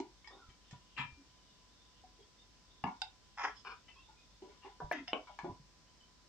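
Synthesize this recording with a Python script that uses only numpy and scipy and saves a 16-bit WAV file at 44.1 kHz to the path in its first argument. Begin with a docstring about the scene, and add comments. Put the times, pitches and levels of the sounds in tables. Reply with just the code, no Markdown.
"""Hands seat a toy figure in the cab of a plastic model truck on a wooden table, close to the microphone.
The door drags open, the figure scrapes and knocks its way in, the door clicks shut, the truck rocks on
its tyres. Knocks make the plastic ring; scrapes are many tiny jerks as parts stick and slip.
A small room echoes the contacts. Hiss, a low hum, thin whines and faint chirps lie underneath."""
import sys
import numpy as np
from scipy import signal
from scipy.fft import rfft, irfft
from scipy.io import wavfile

SR = 44100
rng = np.random.default_rng(int(sys.argv[2]) if len(sys.argv) > 2 else 0)


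def materialize(psi):
    """Save the field psi as 16-bit PCM at rate SR to the path in sys.argv[1].

    A 1-D psi becomes a single channel; in a 2-D psi each row is a channel.
    """
    bounded = np.clip(np.atleast_2d(psi).T, -1, 1)
    quanta = np.round(bounded * 32767).astype(np.int16)
    wavfile.write(sys.argv[1], SR, quanta)


N = 276948
HIT_SIZE = 22050  # samples in one short sound (half a second)

# The parts named in the tables of pushes and jolts.
# pitches each part rings at: pitch_hz, width_hz, gain_db
SEAT = [(296, 31, 10.5), (422, 30, 6.5), (570, 77, 0), (825, 120, 10.5), (1010, 200, 12), (1324, 43, 16.5),
        (1450, 51, 8.5), (1665, 130, 7), (2010, 330, 5), (2410, 71, 3.5), (2620, 160, -2),
        (3240, 420, -3.5), (5175, 240, 0), (5720, 120, -4.5), (6460, 400, -10.5)]  # seat under the sliding figure
WALL = [(432, 83, -8), (785, 72, -4), (1016, 67, 5), (1235, 100, 2), (1430, 150, 0), (1645, 120, -3.5),
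        (2410, 180, -2), (2880, 270, -9.5), (3600, 300, -19), (4450, 180, -12.5), (5180, 280, -12.5)]  # back wall of the cab
CATCH = [(710, 100, -19), (920, 69, -5), (996, 51, 3), (1410, 250, -3), (1740, 120, -3.5), (1980, 210, 4),
         (2480, 380, -3), (2770, 240, -10), (3230, 230, -7.5), (3680, 150, -13), (5140, 840, -17),
         (6250, 560, -21.5), (6900, 200, -27)]  # door skin as the catch rides over the post
RIM = [(726, 46, 6), (1025, 120, -9), (1340, 92, 1.5), (1730, 220, -1.5), (2130, 330, -10), (2880, 300, -5),
       (3520, 170, -5), (4430, 360, -12), (5170, 220, -2), (5850, 130, -15)]  # door rim creeping home
CAB = [(150, 52, 5), (225, 93, 8), (315, 87, 7.5), (404, 94, 6.5), (626, 40, 0), (753, 93, 8.5),
       (893, 150, 12.5), (1050, 190, 3), (1253, 150, 9), (1700, 95, -0.5), (1990, 210, -1),
       (2280, 490, -4.5), (2700, 290, 0.5), (3550, 300, -18), (4850, 440, -12)]  # cab knocked from inside
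FIGURE = [(758, 41, 12), (863, 62, 8), (1490, 86, 6.5), (2210, 240, -4), (2690, 140, 7), (2950, 130, 3.5),
          (3715, 210, 12.5), (4800, 72, 12), (5250, 165, 8), (6200, 450, -13), (7200, 500, -11),
          (7940, 420, -14.5), (10000, 730, -34)]  # the figure's hard shell
DOOR_EDGE = [(741, 100, 2), (1710, 130, -13), (2270, 300, -20.5), (4240, 230, -33), (5400, 220, -36)]  # door edge meeting the post
FRAME = [(313, 63, 14), (422, 70, 14), (530, 130, 11.5), (623, 53, 18.5), (733, 60, 17.5), (850, 140, 9),
         (1085, 89, 9.5), (1420, 300, 4.5), (2280, 97, 9.5), (2560, 190, 11.5), (2990, 210, 14.5),
         (3630, 350, -3), (5100, 700, -22)]  # frame with the door shut in it
# which side each part's sound leans to: pitch_hz, left_minus_right_db
SEAT_LEAN = [(60, 4), (100, -13), (180, -7), (300, -4.5), (520, 10), (880, -0.5), (1510, 1), (2580, 5.5),
             (4420, -9), (7570, -25)]
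WALL_LEAN = [(60, -1), (100, -4), (180, -7), (300, -8), (520, -1.0), (880, 3), (1510, 1), (2580, 19),
             (4420, 1), (7570, -9)]
CATCH_LEAN = [(60, 0.5), (100, 3.5), (180, -4), (300, 0), (520, 0.5), (880, 1.5), (1510, 2), (2580, 5),
              (4420, -1), (7570, -16)]
RIM_LEAN = [(60, 10), (100, 6), (180, 0), (300, 0.0), (520, -7), (880, 7), (1510, -1), (2580, 7),
            (4420, -6), (7570, -26)]
CAB_LEAN = [(60, 15), (100, -3), (180, 3), (300, -4), (520, 7.5), (880, 0), (1510, 4), (2580, 11),
            (4420, 7), (7570, -15)]
FIGURE_LEAN = [(60, 8), (100, 5), (180, -2.5), (300, 6), (520, 9), (880, 4), (1510, 8), (2580, 2),
               (4420, -11.5), (7570, -18)]
DOOR_EDGE_LEAN = [(60, 5), (100, 3), (180, 11), (300, 7), (520, -3.5), (880, 3.0), (1510, 10), (2580, 10),
                  (4420, -15), (7570, -4.0)]
FRAME_LEAN = [(60, 0), (100, 0), (180, 5), (300, -2.5), (520, -2), (880, 3), (1510, 2.5), (2580, 4.5),
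              (4420, -2), (7570, 7)]


def undb(db):
    """Turn decibels into a factor to multiply by."""
    return 10 ** (np.asarray(db) / 20)


def unit(x):
    """Scale a sound to an average (rms) level of 1."""
    return x / np.sqrt(np.mean(x ** 2) + 1e-30)


def lookup(table, hz):
    """Read between the rows of a (pitch_hz, value) table, giving each octave equal room."""
    points, values = np.transpose(table)
    return np.interp(np.log(hz + 1), np.log(points), values)


def band(x, low_hz, high_hz, order=5):
    """Keep the sound between two pitches."""
    sos = signal.butter(order, [low_hz, min(high_hz, SR / 2 - 1)], "band", fs=SR, output="sos")
    return signal.sosfilt(sos, x + 1e-18)


def shape(x, table):
    """Filter by (pitch_hz, gain_db) points, with no ringing ahead of the sound."""
    size = 2 * HIT_SIZE
    hz = np.arange(HIT_SIZE + 1) * SR / size
    cepstrum = irfft(np.log(undb(lookup(table, hz))))
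    # move the filter's early half to after the sound
    cepstrum[1:HIT_SIZE] *= 2
    cepstrum[HIT_SIZE + 1:] = 0
    return irfft(rfft(x, size) * np.exp(rfft(cepstrum)))[:, :HIT_SIZE]


def wander(turns_per_s, size):
    """A random drift, mostly between -1 and 1."""
    at = np.arange(size) / SR * turns_per_s
    return np.interp(at, np.arange(4096), rng.standard_normal(4096))


def add(out, start_s, sound):
    """Mix a sound in at its start time."""
    start = max(int(start_s * SR), 0)
    sound = sound[:, :N - start]
    out[:, start:start + sound.shape[1]] += sound


def stereo_noise(alike_hz=2300, bass_width=.2):
    """Noise whose left and right are alike in the bass and unrelated in the treble."""
    hz = np.arange(HIT_SIZE // 2 + 1) * SR / HIT_SIZE
    width = np.hypot(bass_width, hz / np.hypot(hz, alike_hz))
    mid, side = rfft(rng.standard_normal((2, HIT_SIZE)))
    return irfft((mid + width * side * np.array([[1], [-1]])) / np.hypot(1, width), HIT_SIZE)


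def background(hiss_db=-69):
    """Steady room hiss with a wavering hum and two thin whines."""
    # tone of the quiet room: pitch_hz, gain_db
    air_tone = [(20, -33), (50, 1.5), (76, -3.5), (110, -6), (230, -8.5), (500, -15.5), (1000, -17),
                (2500, -21), (3600, -20), (5300, -16.5), (7800, -27.5), (10400, -42.5), (15500, -45),
                (17000, -75)]
    # what differs between the ears (side) against what they share (mid): pitch_hz, side_db
    air_width = [(50, -4.5), (150, -4), (900, -4), (2500, -1), (5000, 0.5)]
    # hum and whines: pitch_hz, level_db, waver_fraction
    tones = [(49, -73, .4), (1007, -78.5, .35), (8005, -95, .9)]
    hz = np.arange(N // 2 + 1) * SR / N
    mid, side = irfft(rfft(rng.standard_normal((2, N))) * undb(lookup(air_tone, hz)), N)
    side = irfft(rfft(side) * undb(lookup(air_width, hz)), N)
    audible_level = np.std(band(mid, 100, 15500))
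    air = (mid + side * np.array([[1], [-1]])) / audible_level * undb(hiss_db)
    t = np.arange(N) / SR
    for pitch_hz, level_db, waver in tones:
        sway = 1 + waver * (wander(39, N) + 1j * wander(29, N))  # shakes level and pitch
        air += undb(level_db) * unit(np.real(sway * np.exp(2j * np.pi * pitch_hz * t)))
    return air


def room_echo(build_s=0.0036):
    """The echo of one click off table and walls; the treble dies first."""
    # time the echo takes to fall 60 dB: pitch_hz, fade_s
    fades = [(150, 0.14), (500, 0.21), (1000, 0.22), (3000, 0.21), (8000, 0.097)]
    t = np.arange(HIT_SIZE) / SR
    noise = stereo_noise(alike_hz=2120, bass_width=0.22)
    edges_hz = np.geomspace(60, 15360, 9)
    echo = sum(band(noise, low, high, order=3) * undb(-60 * t / lookup(fades, np.sqrt(low * high)))
               for low, high in zip(edges_hz, edges_hz[1:]))
    echo *= 1 - np.exp(-(t / build_s) ** 2)
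    return echo / np.sqrt(np.sum(echo ** 2) / 2)


def in_room(x, echo, echo_db):
    """The direct sound plus its echo."""
    return x + undb(echo_db) * signal.fftconvolve(np.atleast_2d(x), echo, axes=1)[:, :HIT_SIZE]


def glide(length_s, first_hz, last_hz, jitter, roughness):
    """A rough tone that swells, slides to its last pitch and fades."""
    progress = np.minimum(np.arange(HIT_SIZE) / SR / length_s, 1)
    hz = last_hz + (first_hz - last_hz) * (1 - progress) ** 2
    hz *= 1 + jitter * wander(153, HIT_SIZE)
    flutter = 1 + roughness * (wander(164, HIT_SIZE) + 1j * wander(170, HIT_SIZE))
    swell = np.sin(np.pi * np.sqrt(progress))
    return swell * np.imag(flutter * np.exp(2j * np.pi * np.cumsum(hz) / SR))


def chirps(echoes, length_s=0.0754, gain_db=-1):
    """Very faint high chirps, like birds beyond the window."""
    # chirps: start_s, first_hz, last_hz, level_db (before gain_db)
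    notes = [(.3, 3500, 3670, -66.5), (.65, 3670, 3600, -74), (1.28, 3220, 3030, -78),
             (1.37, 3150, 2940, -76), (1.45, 2980, 2880, -80), (1.78, 3500, 3640, -74),
             (2.2, 3290, 3460, -69.5), (2.37, 3570, 3660, -70), (3.95, 3360, 3240, -74),
             (4.33, 3560, 3560, -78), (5.87, 2990, 3150, -75.5), (6, 3120, 3020, -68)]
    out = np.zeros((2, N))
    for k, (start_s, first_hz, last_hz, level_db) in enumerate(notes):
        note = glide(length_s, first_hz, last_hz, jitter=.018, roughness=.9)
        add(out, start_s, undb(level_db + gain_db) * in_room(note, echoes[k % len(echoes)], echo_db=-3))
    return out


def finger_rustle(patchy_db=6, touches_per_s=14, hands_off_s=5.6):
    """Fingers shift their grip, rustling in faint patches until they let go."""
    # skin on plastic: pitch_hz, width_hz, level_db
    rustle_bands = [(2996, 480, -79.5), (3596, 350, -78), (5220, 720, -86.5)]
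    holding = np.clip((hands_off_s - np.arange(N) / SR) * 10, 0, 1)
    out = 0
    for hz, width_hz, level_db in rustle_bands:
        touch_db = patchy_db * wander(touches_per_s, N).clip(-2, 2) + 2 * wander(10 * touches_per_s, N)
        hiss = band(rng.standard_normal((2, N)), hz - width_hz / 2, hz + width_hz / 2, order=2)
        out += undb(level_db) * unit(undb(touch_db) * hiss)
    return out * holding


def squeaks(echo):
    """Hinge and fingertips slip so regularly that they make a sliding tone."""
    # squeaks: start_s, length_s, first_hz, last_hz, level_db
    slides = [(0.386, 0.14, 1480, 1255, -64), (1.173, 0.077, 294, 265, -62),
              (3.89, 0.067, 2720, 2650, -63.5), (3.955, 0.066, 967, 1060, -63),
              (3.958, 0.103, 2520, 2760, -66), (4.17, 0.067, 2510, 2470, -68),
              (4.925, 0.13, 337, 271.4, -47)]
    out = np.zeros((2, N))
    for start_s, length_s, first_hz, last_hz, level_db in slides:
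        tone = glide(length_s, first_hz, last_hz, jitter=.025, roughness=.55)
        add(out, start_s, undb(level_db) * in_room(tone, echo, echo_db=-7))
    return out


def ring(hz, fade_s):
    """One note of a struck object, falling 60 dB in fade_s."""
    t = np.arange(HIT_SIZE) / SR
    return np.sin(2 * np.pi * hz * t) * undb(-60 * t / fade_s)


def tyre_thumps(echoes, push_s=0.0013, gain_db=-1):
    """Soft pushes set the truck bouncing on its tyres and the table top."""
    # bounces: start_s, peak_db (before gain_db), pitch_hz, fade_s
    bounces = [(.488, -49.5, 47.6, 0.013), (.728, -42, 146, 0.062), (.992, -41.5, 133.5, 0.32),
               (1.048, -46, 128.7, 0.19), (1.123, -50, 66, 0.083), (2.8405, -29, 192, 0.037),
               (2.854, -38.5, 256, 0.08), (4.82, -46, 152.2, 0.33), (4.842, -39.5, 55, 0.087),
               (5.133, -50, 282, 0.061), (5.434, -42.5, 173, 0.13), (5.498, -38.5, 124, 0.021),
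               (5.598, -52, 137, 0.13)]
    out = np.zeros((2, N))
    push = 1 - np.exp(-np.arange(HIT_SIZE) / SR / push_s)
    for k, (start_s, peak_db, hz, fade_s) in enumerate(bounces):
        bounce = in_room(ring(hz, fade_s) * push, echoes[k % len(echoes)], echo_db=-2)
        add(out, start_s, undb(peak_db + gain_db) * bounce / np.abs(bounce).max())
    return out


def cab_shell(scatter_db=7.5, detune=0.012, held_fade_s=.21):
    """The cab rings differently wherever it is touched; the hands cut long rings short."""
    # the cab's own notes: pitch_hz, gain_db, fade_s (capped at held_fade_s)
    notes = [(264, 27.5, 0.0061), (318, -9, 0.12), (405, -16, 0.12), (490, 0, 0.018), (588, -2, 0.12),
             (737, -4, 0.14), (818, 14.5, 0.024), (980, -32, 0.25), (983, -0.5, 0.61), (1144, 14, 0.013),
             (1114, -22, 0.011), (1307, -19, 0.055), (1420, -7, 0.25), (1745, 2, 0.015), (2060, -35, 0.074),
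             (2224, -3.5, 0.057), (2400, -8.5, 0.019), (2470, -6, 0.011), (3050, 8, 0.015),
             (3420, 2, 0.063), (3500, -11, 0.05), (5020, -1, 0.048), (5200, -33, 0.036),
             (6000, -13, 0.0098)]
    chance = rng.standard_normal((len(notes), 3))
    out = 0
    for (hz, gain_db, fade_s), (size, grip, side) in zip(notes, chance):
        strength = np.sign(side) * undb(gain_db + scatter_db * size)
        out += strength * ring(hz * (1 + detune * grip), min(fade_s, held_fade_s))
    return out


def panel(low_hz, high_hz, fade_s, high_db):
    """The touched part rings at two pitches of its own."""
    return ring(low_hz, fade_s) + undb(high_db) * ring(high_hz, fade_s)


def crack(contact_s):
    """Touching edges shake in a very short burst of noise."""
    age = np.arange(HIT_SIZE) / SR / contact_s
    burst = stereo_noise(alike_hz=2750, bass_width=0.13) * age * np.exp(-age)
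    return burst / np.sqrt(np.sum(burst ** 2) / 2)


def through_body(x, level_db, low_hz, high_hz, tilt, fall, seconds):
    """The body and the touched part colour a contact, set to level_db over its first seconds."""
    # how well the plastic body gives off sound: pitch_hz, gain_db
    body_tone = [(80, -0.5), (160, -11.5), (260, 7.5), (400, 6), (500, -3), (680, 0.5), (1000, 5),
                 (1300, 0), (2200, 6), (3000, 0), (3650, 2.5), (4250, 6.5), (5200, -8), (7000, 7.5),
                 (10000, -38), (14000, -99.5)]
    # where the cab's sound leans: pitch_hz, left_minus_right_db
    body_lean = [(200, -3), (450, 2.5), (1000, 1.5), (2000, 6), (3100, 16), (3900, -5.5), (5200, -25),
                 (8000, 7.5)]
    margin_octaves, floor_db = 0.032, -29  # the rest of the truck still carries floor_db
    hz = np.geomspace(40, 20000, 80)
    # octaves below, above and between the part's two rings
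    over_low, under_high = np.log2(hz / low_hz), np.log2(high_hz / hz)
    below = np.maximum(-over_low - margin_octaves, 0)
    above = np.maximum(-under_high - margin_octaves, 0)
    between = np.maximum(np.minimum(over_low, under_high), 0)
    slope_db = tilt * np.log2(np.clip(hz, low_hz, high_hz) / low_hz)
    part_db = slope_db - 12 * below + between - fall * above
    gain_db = lookup(body_tone, hz) + np.maximum(part_db, floor_db)
    lean_db = lookup(body_lean, hz)
    x = np.vstack([shape(channel[None], np.column_stack([hz, gain_db + side * lean_db / 2]))
                   for channel, side in zip(x, (1, -1))])
    return x * undb(level_db) / np.std(x[:, :int(seconds * SR)])


def through_part(x, part, lean, level_db, seconds):
    """A part boosts the pitches it rings at; the result has level_db over its first seconds."""
    hz = np.geomspace(40, 20000, 900)
    power = sum(undb(peak_db) ** 2 / (1 + ((hz - pitch_hz) / width_hz * 1.5) ** 2) ** 2
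                for pitch_hz, width_hz, peak_db in part)
    shares = [2 / (1 + undb(-side * lookup(lean, hz)) ** 2) for side in (1, -1)]  # left, right
    x = np.vstack([shape(channel[None], np.column_stack([hz, 10 * np.log10(power * share + 1e-8)]))
                   for channel, share in zip(x, shares)])
    return x * undb(level_db) / np.std(x[:, :int(seconds * SR)])


def pressure(swell_s, hold_s):
    """A fingertip push builds, holds, then lets go quickly."""
    t = np.arange(HIT_SIZE) / SR
    return np.minimum(t / swell_s, 1) * np.exp(-(np.maximum(t - swell_s, 0) / hold_s) ** 4)


def jerks(spread_db):
    """A random size and direction for each possible slip."""
    size = undb(spread_db * rng.standard_normal(HIT_SIZE).clip(-2, 2))
    return size * np.sign(rng.standard_normal(HIT_SIZE))


def rasp(swell_s, hold_s, slips_per_s, spread_db, grip_db):
    """Tiny slips grow stronger and weaker as the grip catches and gives."""
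    strength = jerks(spread_db) * undb(grip_db * wander(174, HIT_SIZE))
    slipping = rng.random(HIT_SIZE) < slips_per_s / SR
    return slipping * strength * pressure(swell_s, hold_s)


def scrapes(echoes, slips_per_s=1500, crack_db=36, panel_db=7):
    """Fingers and loose parts stick and slip on the body, shaking the cab and the sliding part."""
    # scrapes: start_s, swell_s, hold_s, level_db, low_hz, high_hz (the part's two rings),
    # tilt_db_per_octave (between them), fall_db_per_octave (above them)
    strokes = [(.3, 0.0064, 0.1, -61, 384, 1400, -2.5, 6.5), (.485, 0.01, 0.017, -66.5, 230, 3120, 4.5, 0),
               (.73, 0.0023, 0.0033, -60.5, 200, 1420, -1, 22),
               (.96, 0.0046, 0.014, -52, 2400, 2720, -2, 30),
               (3.545, 0.028, 0.036, -61.5, 5150, 5350, -16, 25),
               (3.875, 0.009, 0.023, -59.5, 2010, 3030, 8, 31),
               (4.61, 0.021, 0.045, -61.5, 1010, 2807, 6.5, 20),
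               (5.47, 0.0052, 0.053, -50.5, 302, 850, 2, 16)]
    out = np.zeros((2, N))
    for k, (start_s, swell_s, hold_s, level_db, low_hz, high_hz, tilt, fall) in enumerate(strokes):
        slips = jerks(spread_db=3) * (rng.random(HIT_SIZE) < slips_per_s / SR)
        slips *= pressure(swell_s, hold_s)
        rings = cab_shell() + undb(panel_db) * panel(low_hz, high_hz, fade_s=0.078, high_db=0.5)
        one_slip = rings + undb(crack_db) * crack(contact_s=0.0013)
        rub = signal.fftconvolve(slips[None], one_slip, axes=1)[:, :HIT_SIZE]
        heard = in_room(rub, echoes[k % len(echoes)], echo_db=-6)
        add(out, start_s, through_body(heard, level_db, low_hz, high_hz, tilt, fall, swell_s + hold_s))
    return out


def door_pull(echo, start_s=0.97, swell_s=0.0099, hold_s=0.043, level_db=-39.5):
    """The tight door drags out of its frame with a dense rasp, then rings on."""
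    # tone of the dragging door: pitch_hz, width_hz, gain_db
    door_tone = [(242, 85, 3.5), (503, 46, -10.5), (838, 89, 2), (964, 82, 11), (1250, 180, 4),
                 (1768, 120, 10), (2070, 300, -0.5), (2360, 160, 2), (2630, 350, 7.5), (3160, 320, 0),
                 (3710, 520, -4), (4930, 660, -15), (7100, 800, -22.5)]
    # where its sound leans: pitch_hz, left_minus_right_db
    door_lean = [(60, 9), (100, 3), (180, 1), (300, -7), (520, 0.5), (880, 5), (1510, -5.5), (2580, 14),
                 (4420, -14), (7570, -10.5)]
    # notes of the freed door: pitch_hz, gain_db, fade_s
    door_notes = [(996, -53.5, 0.22), (1715, -53.5, 0.25), (2382, -54, 0.32), (3120, -50.5, 0.29),
                  (3340, -41, 0.19)]
    out = np.zeros((2, N))
    drag = rasp(swell_s, hold_s, slips_per_s=3000, spread_db=3.5, grip_db=-1)
    rings = sum(undb(gain_db) * ring(hz, fade_s) for hz, gain_db, fade_s in door_notes)
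    drag += signal.fftconvolve(drag, rings)[:HIT_SIZE]
    heard = in_room(drag, echo, echo_db=-3)
    add(out, start_s, through_part(heard, door_tone, door_lean, level_db, swell_s + hold_s))
    return out


def latch(start_s=4.9235, gain_db=-41.5, decay_s=.0004):
    """The door catch snaps over with one very short bright tick."""
    out = np.zeros((2, N))
    tick = stereo_noise() * np.exp(-np.arange(HIT_SIZE) / SR / decay_s)
    add(out, start_s, undb(gain_db) * band(tick, 3000, 17000, order=2))
    return out


def knocks(echoes, crack_db=33, panel_db=14):
    """Each blow cracks, then rings the cab and the struck panel; softer blows carry more echo."""
    # knocks on door and cab: start_s, level_db, contact_s, low_hz, high_hz (the panel's two rings),
    # tilt_db_per_octave (between them), fall_db_per_octave (above them)
    blows = [(.0006, -45.5, 0.00098, 370, 870, -11.5, 2), (.2427, -65, 0.0028, 1815, 3050, 9, 25),
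             (.2735, -59.5, 0.0017, 936, 1853, 8, 3.5), (.7094, -65.5, 0.002, 753, 1826, 1.5, -3.5),
             (2.0356, -66, 0.00037, 762, 823, -14, 52), (2.188, -69, 0.0079, 430, 425, 6, 15),
             (2.864, -46.5, 0.0055, 950, 1030, -6, 19), (4.085, -67.5, 0.0066, 875, 906, -7, 12),
             (4.419, -56, 0.0058, 397.5, 826, -10.5, 39), (4.472, -64, 0.025, 398, 403, -6, 5.5),
             (4.645, -55.5, 0.0083, 391, 786, 0.5, 9.5), (4.8012, -50, 0.0023, 451, 1520, -4.5, 23),
             (4.819, -56, 0.0002, 754, 1550, -21, 17), (5.2704, -59.5, 0.004, 980, 1310, 0, 8),
             (5.292, -62, 0.0029, 678, 3200, -5.5, 17), (5.388, -51, 0.0017, 1003, 1660, -4.5, 5.5),
             (5.444, -47.5, 0.0025, 390, 720, -3, 9.5)]
    out = np.zeros((2, N))
    t = np.arange(HIT_SIZE) / SR
    for k, (start_s, level_db, contact_s, low_hz, high_hz, tilt, fall) in enumerate(blows):
        rings = cab_shell() + undb(panel_db) * panel(low_hz, high_hz, fade_s=0.031, high_db=1.5)
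        blow = rings * (1 - np.exp(-t / contact_s)) + undb(crack_db) * crack(contact_s)
        softness = np.log2(contact_s / .001)
        heard = in_room(blow, echoes[k % len(echoes)], echo_db=-6 + 3 * softness)
        add(out, start_s, through_body(heard, level_db, low_hz, high_hz, tilt, fall, seconds=0.13))
    return out


def shoves(echoes):
    """Tight parts grate in short pushes: the figure into its seat, then the door into its frame."""
    # pushes: start_s, swell_s, hold_s, level_db, lowest_hz, echo_db, part, lean
    pushes = [(3.372, 0.0018, 0.11, -42.5, 660, -5, SEAT, SEAT_LEAN),
              (3.433, 0.011, 0.016, -34, 400, -11, SEAT, SEAT_LEAN),
              (3.464, 0.0023, 0.027, -47, 261, -6, SEAT, SEAT_LEAN),
              (3.643, 0.011, 0.031, -47.5, 300, -12.5, WALL, WALL_LEAN),
              (3.682, 0.003, 0.055, -49.5, 300, -6.5, WALL, WALL_LEAN),
              (4.9225, .001, 0.017, -40.5, 500, -5, CATCH, CATCH_LEAN),
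              (4.944, 0.0024, 0.046, -50, 500, -1, CATCH, CATCH_LEAN),
              (5.076, 0.0012, 0.0044, -43, 496, -3, RIM, RIM_LEAN)]
    out = np.zeros((2, N))
    for k, (start_s, swell_s, hold_s, level_db, lowest_hz, echo_db, part, lean) in enumerate(pushes):
        slips = rasp(swell_s, hold_s, slips_per_s=1700, spread_db=4.5, grip_db=1)
        grate = band(slips, lowest_hz, 16000, order=3)
        heard = in_room(grate, echoes[k % len(echoes)], echo_db)
        add(out, start_s, through_part(heard, part, lean, level_db, swell_s + hold_s))
    return out


def clacks(echoes):
    """Hard jolts ring one part each: the figure hits cab and post, then the door hits post and frame."""
    # jolts: start_s, level_db, rattle_s, rattle_db, echo_db, dull_hz (the echo dulls above), part, lean
    jolts = [(2.8395, -40, 0.0014, 5, -2.5, 2000, CAB, CAB_LEAN),
             (3.018, -43, 0.001, -3.5, -8.5, 7100, FIGURE, FIGURE_LEAN),
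             (4.9132, -39.5, 0.0012, 11, -9.5, 2000, DOOR_EDGE, DOOR_EDGE_LEAN),
             (5.132, -38.5, 0.0014, -7.5, -1, 1410, FRAME, FRAME_LEAN)]
    out = np.zeros((2, N))
    for k, (start_s, level_db, rattle_s, rattle_db, echo_db, dull_hz, part, lean) in enumerate(jolts):
        jolt = signal.unit_impulse(HIT_SIZE) + undb(rattle_db) * crack(rattle_s)
        heard = in_room(jolt, band(echoes[k], 60, dull_hz, order=1), echo_db)
        add(out, start_s, through_part(heard, part, lean, level_db, seconds=0.088))
    return out


def scene():
    """Hits and rubbing over the quiet room, with echoes for five spots on the table."""
    echoes = [room_echo() for _ in range(5)]
    hits = clacks(echoes) + knocks(echoes) + latch() + tyre_thumps(echoes)
    rubbing = door_pull(echoes[3]) + shoves(echoes) + scrapes(echoes) + squeaks(echoes[0])
    return hits + rubbing + finger_rustle() + chirps(echoes) + background()


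def record(dry):
    """Cut off the highest treble."""
    top_hz = 15700
    return signal.sosfilt(signal.ellip(8, .2, 70, top_hz, fs=SR, output="sos"), dry)


dry = scene()
out = record(dry)
materialize(out)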